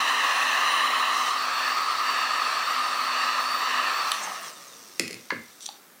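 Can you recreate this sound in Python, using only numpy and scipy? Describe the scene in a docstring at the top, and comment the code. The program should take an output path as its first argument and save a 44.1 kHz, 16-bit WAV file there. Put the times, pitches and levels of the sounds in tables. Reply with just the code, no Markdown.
"""A heat gun blows over scraps on a stone kitchen counter: its turbulent jet rings in the barrel and
the gap below, howls on dips and hisses on paper, over the hum and whine of the motor.
The switch snaps off; the fan coasts down with brush chatter and a sinking commutator whistle.
The gun lands on the counter, judders and tips onto its side.
Fingers then pick a scrap off a paper towel. The handling sounds echo in the quiet kitchen."""
import sys
import numpy as np
from scipy import signal
from scipy.fft import rfft, irfft
from scipy.io import wavfile

SR = 44100
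rng = np.random.default_rng(int(sys.argv[2]) if len(sys.argv) > 2 else 0)


def inscribe(sig):
    """Save sig as 16-bit PCM at rate SR to the path in sys.argv[1].

    A 1-D sig is mono; a 2-D sig holds one channel per row.
    Samples are clipped to [-1, 1] before scaling.
    """
    pcm = np.round(np.clip(np.atleast_2d(sig).T, -1, 1) * 32767)
    wavfile.write(sys.argv[1], SR, pcm.astype(np.int16))


N = 264600
TIME_S = np.arange(N) / SR
BINS_HZ = np.maximum(np.arange(N // 2 + 1) * SR / N, 1)
RUN_RPS, POWER_OFF_S = 255.7, 4.11

# Room noise and hiss. Each row: frequency in Hz, relative density in dB.
FLOOR_SPECTRUM = [(30, -30), (70, -26), (120, -11), (190, 3.5), (450, 0), (800, -2.5), (1300, 1),
                  (3000, -8), (8000, -9), (16000, -9)]
# Kitchen reverb colour. Each row: frequency in Hz, gain in dB.
ROOM_GAINS = [(100, 13.5), (300, -4.5), (900, -8), (2000, -1.5), (5000, -9), (12000, -9)]
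# Kitchen reverb decay. Each row: frequency in Hz, T60 in seconds.
ROOM_DECAY = [(150, 0.33), (2000, 0.36), (6000, 0.4), (14000, 0.33)]

# Fingers sliding on the towel. Each row: time in seconds, level in dB.
SLIDE_LEVELS = [(5.6, -59), (5.62, -43), (5.64, -44), (5.665, -48), (5.7, -70), (5.78, -84)]
# Fingernail on paper. Each row: start in seconds, force in dB.
NAIL_HITS = [(5.6072, -29), (5.624, -35), (5.6445, -34), (5.6595, -21.5), (5.663, -18.5)]
# Paper towel modes. Each row: frequency in Hz, gain in dB, T60 in seconds.
PAPER_MODES = [(3600, -5, 0.0029), (4500, -5, 0.0027), (5850, -5.5, 0.0058), (7140, -8, 0.0033),
               (8500, -5.5, 0.0027), (10900, -27, 0.0017)]
# Scrap tapping the counter. Each row: start in seconds, force in dB.
SCRAP_HITS = [(5.6812, -44), (5.6895, -22), (5.7425, -43), (5.7555, -48)]
# Scrap modes. Each row: frequency in Hz, gain in dB, T60 in seconds.
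SCRAP_MODES = [(815, -10.5, 0.029), (1250, -12, 0.004), (3520, -1, 0.0023), (4550, -5.5, 0.011)]

# Gun foot landing, heel then sole. Each row: start in seconds, force in dB.
FOOT_HITS = [(4.9963, -8), (4.9978, -17)]
# Foot modes. Each row: frequency in Hz, gain in dB, T60 in seconds.
FOOT_MODES = [(1210, -34, 0.0062), (2140, -5.5, 0.0081), (2490, -34, 0.22), (2510, -5.5, 0.01),
              (4330, -8.5, 0.017), (5040, -4, 0.0095), (7150, -6, 0.0055), (8300, -9.5, .005),
              (10200, -6.5, 0.003), (12100, -11, 0.0025)]
# Barrel tipping onto stone, rim then flank. Each row: start in seconds, force in dB.
BARREL_HITS = [(5.3035, -23), (5.3055, -11.5)]
# Struck barrel modes. Each row: frequency in Hz, gain in dB, T60 in seconds.
BARREL_MODES = [(1010, -6.5, 0.022), (1690, -7.5, 0.035), (1800, -10.5, 0.024), (2045, -7, 0.017),
                (2780, -13.5, 0.02), (4380, -9, 0.0028), (6900, -24, 0.0055)]
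# Gun rocking on the counter. Each row: start in seconds, force in dB, first gap in seconds,
# ratio of successive gaps, loss per touch in dB.
ROCKING_RUNS = [(4.998, -21.5, 0.036, .8, 8.5), (5.105, -30, .033, .9, 6), (5.323, -21.5, .013, .95, 13)]
# Counter modes. Each row: frequency in Hz, gain in dB, T60 in seconds.
COUNTER_MODES = [(119.3, -35, 0.087), (185, -12, 0.031), (243, -12, 0.053), (320, -3.5, 0.028),
                 (494, -3.5, 0.022), (805, -23, 0.042)]
# Switch snap. Each row: start in seconds, force in dB.
SWITCH_HITS = [(4.1168, -15), (4.1185, -11)]
# Switch modes. Each row: frequency in Hz, gain in dB, T60 in seconds.
SWITCH_MODES = [(1250, -12, .02), (3050, -5, .012), (3700, -5, .011), (4300, -6, .009), (5900, -11, .006),
                (7600, -12, .006), (10600, -9, .006), (12800, -19, .005)]

# Speeds that shake the housing. Each row: centre and width in turns per second, boost in dB.
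SHAKE_SPEEDS = [(207, 36, 9.5), (162.8, 12.4, 9.5)]
# Housing response to brush ticks. Each row: frequency in Hz, relative gain in dB.
HOUSING_SPECTRUM = [(150, -38), (1000, -22), (2200, 1), (3100, -2.5), (4300, 3), (6000, 6.5), (7000, -1.5),
                    (9500, -0.5), (10800, -10), (13500, -7), (15000, -2), (16000, -14)]
# Sharp housing resonances. Each row: frequency in Hz, width in Hz, gain in dB.
HOUSING_PEAKS = [(2750, 150, -5), (3550, 400, 1), (5620, 350, 4), (6400, 300, 1), (7550, 200, 0),
                 (8680, 300, -1), (9400, 200, -5), (14900, 600, -7)]
# Fan swirl at full speed. Each row: frequency in Hz, relative density in dB.
FAN_SPECTRUM = [(100, -45), (250, -10.5), (500, -11.5), (750, -4), (1020, 5), (1300, -0.5), (1900, -5.5),
                (2550, 2), (3200, -22), (8000, -42)]
# Vents swinging past. Each row: middle in seconds, length in seconds, added swirl in relative dB.
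VENT_PASSES = [(4.27, 0.086, 3.5)]
# Motor tones. Each row: multiple of the turn rate, base levels in dB over the near and far scrap.
MOTOR_TONES = [(1, -56.5, -59), (2, -62, -63), (3, -51, -53), (6, -48, -53), (10, -52, -52), (12, -45, -53),
               (13, -55, -68), (14, -57, -56), (16, -56, -49), (17, -57, -51), (18, -60, -44),
               (19, -60, -60), (20, -57, -54), (21, -53, -54), (22, -59, -59), (25, -66, -65),
               (30, -61, -63), (32, -65, -65), (35, -62, -61), (36, -53, -58.5), (37, -61, -66),
               (38, -72, -68), (40, -61, -74), (45, -69, -76), (51, -74, -72), (53, -67, -82),
               (55, -74, -74), (57, -60, -61), (59, -70, -70), (60, -59, -55), (61, -62, -70)]

# Nozzle aim. Each row: time in seconds, position from 0 (near scrap) to 1 (far scrap).
AIM_PATH = [(0, 0), (1.0, 0), (1.28, .25), (1.42, 1), (3.5, 1), (3.8, .8), (4.05, 1), (4.3, .7)]
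# Jet turbulence. Each row: frequency in Hz, relative density in dB.
JET_SPECTRUM = [(40, -73), (90, -40), (170, -40), (280, -21.5), (600, -10), (900, -10), (1500, -8),
                (3300, -12.5), (5000, -20), (7500, -25), (10000, -34), (14000, -38), (16000, -38)]
# Barrel and gap resonances, near scrap. Each row: frequency in Hz, width in Hz, gain in dB.
NEAR_GAP_PEAKS = [(1182, 380, 15), (1500, 350, -4), (1903, 330, 6), (2320, 100, -28), (2950, 580, 4.5),
                  (3370, 490, -2.5), (4030, 510, 10), (5240, 370, -16), (6070, 270, 0), (7420, 160, 6.5),
                  (7940, 430, -25)]
# Barrel and gap resonances, far scrap. Each row: frequency in Hz, width in Hz, gain in dB.
FAR_GAP_PEAKS = [(1067, 200, 9.5), (1266, 226, 17.5), (1660, 300, 1.5), (2300, 110, 2.5),
                 (3066, 130, -12.5), (3710, 340, 4), (4433, 510, 12), (4970, 210, -12), (5710, 930, 6),
                 (7140, 320, -8), (7480, 580, 6.5)]
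# Nozzle dipping onto a scrap. Each row: middle in seconds, length in seconds, howl gain in dB.
NOZZLE_DIPS = [(.47, 1.21, -31), (1.67, 0.2, -33), (2.14, 0.24, -32), (2.58, 0.6, -39), (3.22, 0.29, -33.5),
               (3.78, 0.29, -32.5)]
# Howl overtones in the barrel. Each row: frequency in Hz, width in Hz, gain in dB.
HOWL_PEAKS = [(1762, 580, 27), (2737, 910, 27)]
# Jet crossing bare paper. Each row: middle in seconds, length in seconds, hiss gain in dB.
PAPER_SWEEPS = [(.35, .9, -45), (1.23, 0.21, -39), (4.15, 0.21, -41)]
# Jet hiss on paper. Each row: frequency in Hz, relative density in dB.
HISS_SPECTRUM = [(2000, -42), (4500, -1.5), (6000, 9.5), (7000, -5), (8500, -1.5), (11000, -12),
                 (16000, -11)]


def from_db(db):
    """Decibels to gain."""
    return 10 ** (np.asarray(db) / 20)


def unit_rms(x):
    """Scale to rms 1."""
    return x / np.sqrt(np.mean(x ** 2) + 1e-20)


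def at_samples(rows):
    """Control curve at every sample."""
    return np.interp(TIME_S, *np.transpose(rows))


def at_hz(rows, hz):
    """Interpolate on a log-frequency axis."""
    row_hz, values = np.transpose(rows)
    return np.interp(np.log(hz), np.log(row_hz), values)


def bell(x, centre, width):
    """Gaussian of height 1; full width at half height."""
    return .5 ** ((2 * (x - centre) / width) ** 2)


def drift(rate_hz, hop=40, settle=2000):
    """Smooth random curve, rms about 1."""
    pole = np.exp(-2 * np.pi * hop * rate_hz / SR)
    noise = rng.standard_normal(N // hop + settle + 2)
    slow = signal.lfilter([1], [1, -2 * pole, pole * pole], noise)[settle:]
    return np.interp(np.arange(N) / hop, np.arange(len(slow)), unit_rms(slow))


def ramp(start_s, length_s):
    """Linear rise from 0 to 1."""
    return np.clip((TIME_S - start_s) / length_s, 0, 1)


def swells(rows, edge_s):
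    """Gain of soft-edged passes."""
    return sum(from_db(db) * .5 * (1 + np.tanh((length_s / 2 - np.abs(TIME_S - middle_s)) / (2 * edge_s)))
               for middle_s, length_s, db in rows)


def colour(x, spectrum, peaks=()):
    """Filter by a broad spectrum plus peaks and notches; rms 1."""
    db = at_hz(spectrum, BINS_HZ)
    for hz, width_hz, gain_db in peaks:
        db = db + gain_db * bell(BINS_HZ, hz, width_hz)
    return unit_rms(irfft(rfft(x) * from_db(db), N))


def shaped_noise(spectrum, peaks=()):
    """Coloured noise, rms 1."""
    return colour(rng.standard_normal(N), spectrum, peaks)


def ring(force, modes):
    """Damped modes of alternating sign; slow pushes radiate nothing."""
    out = 0
    for k, (hz, db, t60_s) in enumerate(modes):
        radius = from_db(-60 / (t60_s * SR))
        poles = [1, -2 * radius * np.cos(2 * np.pi * hz / SR), radius * radius]
        out += (-1) ** k * from_db(db) * signal.lfilter([.5, 0, -.5], poles, force + 1e-18)
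    return out


def strike(hits, modes, crunch, crunch_s):
    """Each hit, a click plus decaying micro-contacts, rings the modes."""
    force, age_s = np.zeros(N), TIME_S[:SR // 20]
    for start_s, db in hits:
        contact = crunch * rng.standard_normal(len(age_s)) * np.exp(-age_s / crunch_s)
        contact[0] = 1
        at = round(start_s * SR)
        force[at:at + len(age_s)] += from_db(db) * contact
    return ring(force, modes)


def bounces(start_s, db, gap_s, ratio, loss_db):
    """Four hits of a settling object, ever weaker and quicker."""
    return [(start_s + gap_s * sum(ratio ** j for j in range(k)), db - loss_db * k) for k in range(4)]


def background(floor_db=-53, tone_db=-68.5, tone_hz=12023):
    """Room noise, hiss and a thin electronic tone."""
    tone = np.sqrt(2) * from_db(tone_db) * np.sin(2 * np.pi * tone_hz * TIME_S)
    return from_db(floor_db) * shaped_noise(FLOOR_SPECTRUM) + tone


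def kitchen_reverb(x, predelay_s=.006, bands=9):
    """Diffuse reflections, one decay time per band."""
    age_s, response = TIME_S[:SR // 2], 0
    edges_hz = np.geomspace(70, 17000, bands + 1)
    for low_hz, high_hz in zip(edges_hz, edges_hz[1:]):
        hz = np.sqrt(low_hz * high_hz)
        decay = from_db(-60 * age_s / at_hz(ROOM_DECAY, hz)) * (age_s > predelay_s)
        echoes = rng.standard_normal(len(age_s)) * decay / np.linalg.norm(decay)
        band = signal.butter(2, [low_hz, high_hz], "band", fs=SR, output="sos")
        response += from_db(at_hz(ROOM_GAINS, hz)) * signal.sosfilt(band, echoes)
    return signal.fftconvolve(x, response)[:N]


def fingers(snags_per_s=5000):
    """A nail ticks on paper, the scrap taps, fibres snag and release."""
    nail = strike(NAIL_HITS, PAPER_MODES, crunch=.18, crunch_s=.0016)
    scrap = strike(SCRAP_HITS, SCRAP_MODES, crunch=.12, crunch_s=.001)
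    snags = rng.standard_normal(N) * (rng.random(N) < snags_per_s / SR)
    rustle = from_db(at_samples(SLIDE_LEVELS)) * unit_rms(ring(snags, PAPER_MODES))
    return nail + scrap + rustle


def set_down():
    """The foot lands, the barrel tips over, the counter thuds under the rocking weight."""
    judder = bounces(start_s=5.0795, db=-24, gap_s=.03, ratio=.67, loss_db=1.8)
    rebound = bounces(start_s=5.3165, db=-22.5, gap_s=.0135, ratio=.5, loss_db=9)
    rocking = [hit for run in ROCKING_RUNS for hit in bounces(*run)]
    foot = strike(FOOT_HITS + judder, FOOT_MODES, crunch=.077, crunch_s=.0017)
    barrel = strike(BARREL_HITS + rebound, BARREL_MODES, crunch=.082, crunch_s=.0028)
    counter = strike(rocking, COUNTER_MODES, crunch=.056, crunch_s=.008)
    return foot + barrel + counter


def switch():
    """The switch snaps off and rings briefly."""
    return strike(SWITCH_HITS, SWITCH_MODES, crunch=.1, crunch_s=.0011)


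def lifted():
    """0 to 1 as the gun lifts off the work."""
    return ramp(start_s=4.08, length_s=.09)


def aside():
    """0 to 1 as the gun swings aside."""
    return ramp(start_s=4.47, length_s=.077)


def coasting():
    """0 under power, 1 once the rotor runs free."""
    return ramp(POWER_OFF_S, length_s=.083)


def rotor_rps(sag_rps_per_s=.27, friction_rps_per_s=76, drag_per_turn=.0042):
    """Speed sags under power, then bearing friction and air drag brake it."""
    powered_rps = RUN_RPS - sag_rps_per_s * np.minimum(TIME_S, POWER_OFF_S)
    off_s = np.maximum(TIME_S - POWER_OFF_S, 0)
    knee_rps = np.sqrt(friction_rps_per_s / drag_per_turn)  # drag equals friction here
    rps = knee_rps * np.tan(np.arctan(powered_rps / knee_rps) - drag_per_turn * knee_rps * off_s)
    return np.maximum(rps, 1)


def shake_db(rps):
    """Boost at speeds where the rotor shakes the housing."""
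    return sum(db * bell(rps, centre_rps, width_rps) for centre_rps, width_rps, db in SHAKE_SPEEDS)


def commutator(rps, turns, segments=5, overtones=20, base_db=-51.5, aside_db=-4, rough_db=5.5):
    """Coasting whistle: overtones of the segment rate chirp through housing resonances."""
    grid_hz, whistle = np.arange(0, SR // 2, 10), 0
    response = np.sqrt(sum(from_db(db) ** 2 / (1 + (2 * (grid_hz - hz) / width_hz) ** 2) ** 2
                           for hz, width_hz, db in HOUSING_PEAKS))
    for k in segments * np.arange(1, overtones + 1):
        gain = np.interp(k * rps, grid_hz, response, right=0) * from_db(rough_db * drift(40))
        whistle += gain * np.sin(2 * np.pi * (k * turns + rng.random()))
    db = base_db + aside_db * aside() + shake_db(rps)
    return coasting() * from_db(db) * (rps / RUN_RPS) ** .95 * whistle


def brushes(rps, turns, spots=30, jitter_turns=.0018, base_db=-53, coast_db=8, aside_db=-2):
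    """The same rough spots tick past the brushes each turn; the housing radiates them."""
    spot_turns, sizes = rng.random(spots), rng.standard_normal(spots)
    tick_turns = np.arange(int(turns[-1]))[:, None] + spot_turns
    tick_turns += jitter_turns * rng.standard_normal(tick_turns.shape)
    at = np.interp(tick_turns, turns, np.arange(N)).ravel()
    force = (sizes * (1 + .35 * rng.standard_normal(tick_turns.shape))).ravel()
    whole, part = at.astype(int), at % 1  # split each tick over two samples
    ticks = np.bincount(whole, force * (1 - part), N + 1) + np.bincount(whole + 1, force * part, N + 1)
    db = base_db + coast_db * coasting() + aside_db * aside() + .41 * shake_db(rps)
    return from_db(db) * (rps / RUN_RPS) ** .38 * colour(ticks[:N], HOUSING_SPECTRUM)


def fan(rps, turns, base_db=-45, lifted_db=5, aside_db=-6.5):
    """Blade eddies sink in pitch and level with the speed."""
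    eddies = np.interp(turns / RUN_RPS, TIME_S, shaped_noise(FAN_SPECTRUM))
    db = base_db + lifted_db * lifted() + aside_db * aside()
    vent_gain = 1 + swells(VENT_PASSES, edge_s=.022)
    return from_db(db) * vent_gain * (rps / RUN_RPS) ** 1.84 * eddies


def motor_whine(turns, trim_db=.62, waver_db=3, whine_release_s=.021, hum_release_s=.26):
    """Turn-rate harmonics waver as the gun moves; they die with the current, the rotor hum later."""
    off_s = np.maximum(TIME_S - POWER_OFF_S, 0)
    far, out = at_samples(AIM_PATH), 0
    for k, near_db, far_db in MOTOR_TONES:
        depth, release_s = (1, hum_release_s) if k == 1 else ((k / 20) ** .25, whine_release_s)
        db = trim_db + near_db + (far_db - near_db) * far + depth * waver_db * drift(6.3)
        amplitude = np.sqrt(2) * from_db(db) * np.exp(-off_s / release_s)
        out += amplitude * np.sin(2 * np.pi * (k * turns + rng.random()))
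    return out


def stone_echo(x, mean_lag_s=.001066, sway=.073, gain=.3):
    """Reflection off the counter; the waving hand shifts its delay."""
    lag_s = mean_lag_s * (1 + sway * drift(4))
    return gain * np.interp(TIME_S - lag_s, TIME_S, x)


def air_jet(rps, base_db=-26.3, far_db=-.38, lifted_db=-6, aside_db=-7.5,
            hover_howl_db=-40, dip_rush_db=-11, dip_hiss_db=-20.5, flutter_db=.55):
    """Turbulence follows fan speed and rings in barrel and gap; dips add howl, rush and hiss."""
    far, dips = at_samples(AIM_PATH), swells(NOZZLE_DIPS, edge_s=.035)
    rush_gain = from_db(base_db + far_db * far + lifted_db * lifted()) + from_db(dip_rush_db) * dips
    howl_gain = np.hypot(from_db(hover_howl_db), dips)
    hiss_gain = swells(PAPER_SWEEPS, edge_s=.02) + from_db(dip_hiss_db) * dips
    near_rush = np.sqrt(1 - far) * shaped_noise(JET_SPECTRUM, NEAR_GAP_PEAKS)
    far_rush = np.sqrt(far) * shaped_noise(JET_SPECTRUM, FAR_GAP_PEAKS)
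    howl = howl_gain * shaped_noise(JET_SPECTRUM, HOWL_PEAKS)
    hiss = hiss_gain * shaped_noise(HISS_SPECTRUM)
    direct = rush_gain * (near_rush + far_rush) + howl + hiss
    flow_gain = (rps / RUN_RPS) ** 2.26 * from_db(aside_db * aside())
    return flow_gain * (direct + stone_echo(direct)) * from_db(flutter_db * drift(22))


def scene(wobble=.0003):
    """One rotor speed drives motor, fan and jet; only handling feeds the reverb."""
    rps = rotor_rps() * (1 + wobble * drift(6.5))
    turns = np.cumsum(rps) / SR
    motor = motor_whine(turns) + brushes(rps, turns) + commutator(rps, turns) + fan(rps, turns)
    handling = switch() + set_down() + fingers()
    return (air_jet(rps) + motor + handling + kitchen_reverb(handling) + background())[None]


def record(dry, fade_in_s=.004, low_cut_hz=50, high_cut_hz=15900):
    """Soft start, thinned deep bass, steep top cut."""
    highpass = signal.butter(2, low_cut_hz, "high", fs=SR, output="sos")
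    lowpass = signal.ellip(12, .1, 80, high_cut_hz, fs=SR, output="sos")
    thinned = signal.sosfilt(highpass, dry * ramp(0, fade_in_s))
    return signal.sosfilt(lowpass, thinned)


dry = scene()
out = record(dry)
inscribe(out)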